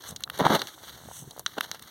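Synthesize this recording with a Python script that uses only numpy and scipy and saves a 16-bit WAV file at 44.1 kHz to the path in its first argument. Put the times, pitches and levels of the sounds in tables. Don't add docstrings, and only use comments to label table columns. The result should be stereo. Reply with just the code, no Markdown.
import sys
import numpy as np
from scipy import signal
from scipy.fft import rfft, irfft, next_fast_len
from scipy.io import wavfile

SR = 44100
rng = np.random.default_rng(int(sys.argv[2]) if len(sys.argv) > 2 else 0)


def pcm_store(signal):
    levels = np.round(np.clip(np.atleast_2d(signal), -1, 1) * 32767)
    wavfile.write(sys.argv[1], SR, levels.astype(np.int16).T)


N = 83790
TIME = np.arange(N) / SR
HIT_TIME = TIME[:SR // 20]
RING_HZ, RING_WIDTH_HZ = 4010, 570


def from_db(db):
    return 10 ** (np.asarray(db) / 20)


def rms_one(x):
    return x / np.sqrt(np.mean(x ** 2) + 1e-20)


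def peak_one(x):
    return x / (np.abs(x).max() + 1e-20)


def add(out, start_s, sound):
    i = max(int(start_s * SR), 0)
    out[i:i + len(sound)] += sound[:N - i]


def filtered(x, kind, hz, order=2):
    return signal.sosfilt(signal.butter(order, hz, kind, fs=SR, output="sos"), x)


def envelope(rows):
    s, db = np.transpose(rows)
    outside_s = np.maximum(s[0] - TIME, 0) + np.maximum(TIME - s[-1], 0)
    return from_db(np.interp(TIME, s, db)) * np.exp(-outside_s / 0.015)


def colour(x, points):
    hz, db = np.transpose(points)
    size = 2 * next_fast_len(N)
    bins = np.maximum(np.arange(size // 2 + 1) * SR / size, 1)
    gain = from_db(np.interp(np.log(bins), np.log(hz), db))
    low_cut = bins / np.hypot(bins, hz[0] / 2)
    cepstrum = irfft(np.log(gain * low_cut))
    cepstrum[1:size // 2] *= 2
    cepstrum[size // 2 + 1:] = 0
    response = np.exp(rfft(cepstrum))
    return rms_one(irfft(rfft(x, size) * response)[:N])


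def flutter(depth_db, per_s):
    knots = rng.standard_normal(N)
    return from_db(depth_db * np.interp(TIME * per_s, np.arange(N), knots))


def grains(per_s, spread_db):
    sizes = from_db(spread_db * np.minimum(rng.exponential(1, N), 5))
    signs = rng.choice([-1, 1], N)
    return sizes * signs * (rng.random(N) < per_s / SR)


def thump(hz, rise_cycles=0.36):
    age = HIT_TIME * hz / rise_cycles
    return peak_one(age * np.exp(-age) * np.sin(2 * np.pi * hz * HIT_TIME))


def resonance(x, hz, width_hz):
    r = np.exp(-np.pi * width_hz / SR)
    gain = (1 - r * r) / 2
    feedback = [1, -(1 + r * r) * np.cos(2 * np.pi * hz / SR), r * r]
    return signal.lfilter([gain, 0, -gain], feedback, x)


def case_smear(x):
    hold_widths = (1480, 1070, 686, 133)
    for width_hz in hold_widths:
        x = x - 2 * resonance(x, RING_HZ, width_hz)
    return x


def case_ring(contact, ring_db):
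    # (pitch [Hz], width [Hz], gain [dB])
    modes = [(1380, 650, 0.5), (2700, 230, 5), (5000, 300, 6.5)]
    body = contact + sum(from_db(db) * resonance(contact, hz, width) for hz, width, db in modes)
    return case_smear(body + (from_db(ring_db) - 1) * resonance(body, RING_HZ, RING_WIDTH_HZ))


def crossed(port, delay_ms):
    bins = np.arange(N + 1) * SR / (2 * N)
    delay = np.exp(-2j * np.pi * bins * delay_ms / 1000)
    return -from_db(0.03) * irfft(rfft(port, 2 * N) * delay)[:N]


def noise_bed():
    # (frequency [Hz], relative level [dB])
    tone = [(50, -12), (300, -4.5), (1000, -21), (3000, -40), (16000, -16.5)]
    return from_db(-55) * np.array([colour(noise, tone) for noise in rng.standard_normal((2, N))])


def wind():
    # (time [s], level [dB])
    gusts = [(0, -70), (0.06, -49), (0.125, -29), (0.16, -48), (0.26, -51.5), (0.32, -46.5), (0.6, -42),
             (0.69, -54.5), (0.8, -59), (0.91, -48), (0.98, -47), (1.055, -41.5), (1.13, -47.5),
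             (1.22, -37.5), (1.29, -41), (1.345, -61), (1.39, -47), (1.44, -56), (1.48, -55), (1.75, -49),
             (1.86, -47.5)]
    # (frequency [Hz], relative level [dB])
    tone = [(25, -43), (60, -3), (120, 3), (200, -3.5), (320, -14), (700, -65), (2000, -52)]
    turbulence = rng.standard_normal(N) * flutter(depth_db=4, per_s=45)
    air = envelope(gusts) * colour(turbulence, tone)
    return np.array([-from_db(-0.5) * air, from_db(4.13) * air])


def patter():
    # (time [s], level [dB])
    levels = [(0.03, -49.5), (0.12, -46.5), (0.2, -54), (0.9, -58), (1.03, -47), (1.16, -68), (1.37, -53),
              (1.4, -43.5), (1.44, -76), (1.65, -46.5), (1.85, -62.5)]
    taps = grains(per_s=160, spread_db=3) + 1e-18
    return envelope(levels) * rms_one(filtered(taps, "band", hz=(284, 860)))


def rustle():
    # (time [s], level [dB])
    levels = [(0.015, -53.5), (0.028, -46.5), (0.1, -41.5), (0.145, -58.5), (0.23, -57.5), (0.27, -69),
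              (0.35, -44.5), (0.45, -43.5), (0.555, -31), (0.6, -38.5), (0.64, -46), (0.77, -55.5),
              (0.885, -44.5), (0.925, -50), (1.0, -51), (1.04, -53.5), (1.19, -56), (1.25, -64.5),
              (1.405, -56), (1.425, -68), (1.458, -60), (1.474, -43.5), (1.51, -49), (1.55, -51),
              (1.61, -48), (1.64, -36.5), (1.67, -53), (1.75, -47), (1.78, -59), (1.85, -50), (1.895, -50)]
    # (frequency [Hz], relative level [dB])
    tone = [(150, 0), (350, 1.5), (700, -3), (1600, 1), (2800, 0.5), (4100, 1), (6000, -5), (8500, -13),
            (13500, -7.5), (16000, -23)]
    slips = grains(per_s=9000, spread_db=3) * flutter(depth_db=4.5, per_s=130)
    return from_db(2.5) * envelope(levels) * colour(case_smear(slips), tone)


def swish():
    # (time [s], level [dB])
    passes = [
        [(0.02, -77), (0.09, -30.5), (0.095, -34.5), (0.15, -61)],
        [(0.64, -45), (0.76, -50), (0.85, -47.5), (0.965, -51), (1.075, -48), (1.145, -36.5), (1.205, -35.5),
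         (1.245, -48.5), (1.375, -53), (1.405, -50), (1.42, -59)],
    ]
    # (frequency [Hz], relative level [dB])
    tone = [(400, -10), (1500, -12.5), (3000, -3.5), (5000, -10.5), (6300, 4), (9000, -1), (13000, -4.5),
            (16000, -12)]
    slips = grains(per_s=4200, spread_db=1) * flutter(depth_db=1.5, per_s=130)
    return from_db(-4) * sum(envelope(rows) for rows in passes) * colour(slips, tone)


def leaf_drag():
    # (time [s], level [dB])
    passes = [
        [(0.36, -55), (0.388, -43), (0.396, -29), (0.435, -29), (0.466, -20.5), (0.48, -30.5), (0.495, -30.5),
         (0.51, -26.5), (0.555, -17.5), (0.578, -37.5), (0.62, -39.5), (0.66, -53.5)],
        [(1.56, -70), (1.57, -40.5), (1.585, -36.5), (1.6, -63)],
    ]
    # (frequency [Hz], relative level [dB])
    tone = [(55, -25), (110, -6.5), (175, 1), (400, -6), (1100, -15.5), (2000, -21), (4000, -29),
            (8000, -45), (15000, -49)]
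    slips = grains(per_s=2200, spread_db=3) * flutter(depth_db=4.5, per_s=150)
    return from_db(8.5) * sum(envelope(rows) for rows in passes) * colour(slips, tone)


def leaf_bumps(crunch_db=-10.5, crunch_decay_s=0.0031):
    # (time [s], level [dB], pitch [Hz])
    knocks = [(0.124, -26, 150), (.394, -16, 710), (0.4145, -3.5, 170), (.443, -13, 716), (0.458, -4, 185),
              (.466, -2, 830), (0.504, -6.5, 200), (.518, -11, 950), (0.534, -9, 330), (0.55, -12, 715),
              (0.5635, -13, 510), (.779, -38.5, 870), (1.055, -29.5, 186), (1.087, -29.5, 585),
              (1.1128, -30, 780), (1.224, -26, 120), (1.275, -23.5, 114), (1.378, -28.5, 537),
              (1.584, -19, 750), (1.745, -31, 680)]
    out = np.zeros(N)
    for start_s, db, hz in knocks:
        grit = rng.standard_normal(len(HIT_TIME)) * np.exp(-HIT_TIME / crunch_decay_s)
        crunch = peak_one(filtered(grit, "band", (hz, 3 * hz)))
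        add(out, start_s, from_db(db) * (thump(hz) + from_db(crunch_db) * crunch))
    return out


def stalk_snaps():
    # (time [s], level [dB], pitch [Hz], grit decay [ms], relative tick level [dB],
    # main resonance boost [dB])
    hits = [(.022, -33, 5000, 0.67, 0, 5), (0.109, -22, 6500, 1.1, -5, 0),
            (.162, -19, 4630, 3.4, -16, -2.5), (0.206, -35, 1600, 6, 7, -10),
            (0.2369, -12, 4370, 0.88, -7, 8.5), (0.2755, -30, 1064, 1.8, -20, -14),
            (0.2995, -15, 2070, 1.5, -0.5, -20), (0.3885, -28, 4840, 5.1, 6.5, 13),
            (0.5486, -9.5, 1880, 10, -5, 10), (0.593, -20.5, 4170, 6.8, -18, 27),
            (0.6174, -9, 2740, 2.3, -12, 1.5), (0.6712, -21.5, 2900, 2.5, -6, -3),
            (0.894, -27.5, 2720, 3.3, -3, 11), (1.309, -28, 4660, 3, 1.5, 14),
            (1.368, -34, 6000, 0.71, 7, -3), (1.387, -31, 6500, 1.1, 2, -6),
            (1.3943, -19.5, 7170, 3, -0.5, -3), (1.4624, -4.5, 2870, 1.7, -41, 0.5),
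            (1.583, -15.5, 1920, 2.8, -8, -1), (1.6087, -4.5, 2320, 0.8, -2.5, -25),
            (1.7145, -10, 3060, 0.45, -11.5, 0), (1.7465, -28, 2660, 11, -4, -10),
            (1.7946, -30.5, 2980, 2.8, 2.5, -7), (1.8241, -29, 3350, 2.1, 3.5, -12)]
    out = np.zeros(N)
    ms = 1000 * HIT_TIME
    thud = from_db(-26) * thump(hz=160)
    for start_s, db, hz, decay_ms, tick_db, ring_db in hits:
        grit, crack = rng.standard_normal((2, len(ms)))
        contact = signal.unit_impulse(len(ms)) + 0.13 * grit * np.exp(-ms / decay_ms)
        knock = filtered(contact, "band", (hz / 1.68, hz * 1.767))
        ringing_knock = peak_one(case_ring(knock, ring_db))
        tick = peak_one(filtered(crack * np.exp(-ms / (0.27 * decay_ms)), "high", hz=5900))
        add(out, start_s, from_db(db) * (ringing_knock + from_db(tick_db) * tick + thud))
    return out


def scene():
    left = rustle() + leaf_drag() + patter() + leaf_bumps() + stalk_snaps()
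    right = swish() + from_db(-4.5) * filtered(rustle(), "high", hz=5450)
    dulled_right = filtered(right, "low", hz=5500, order=1)
    grass = np.array([left + crossed(dulled_right, delay_ms=0.393),
                      right + crossed(left, delay_ms=0.396)])
    return grass + noise_bed() + wind()


def record(dry, ceiling=0.9, cutoff_hz=16000):
    rounded = dry / (1 + (dry / ceiling) ** 6) ** (1 / 6)
    return signal.sosfilt(signal.ellip(10, .2, 80, cutoff_hz, fs=SR, output="sos"), rounded)


dry = scene()
out = record(dry)
pcm_store(out)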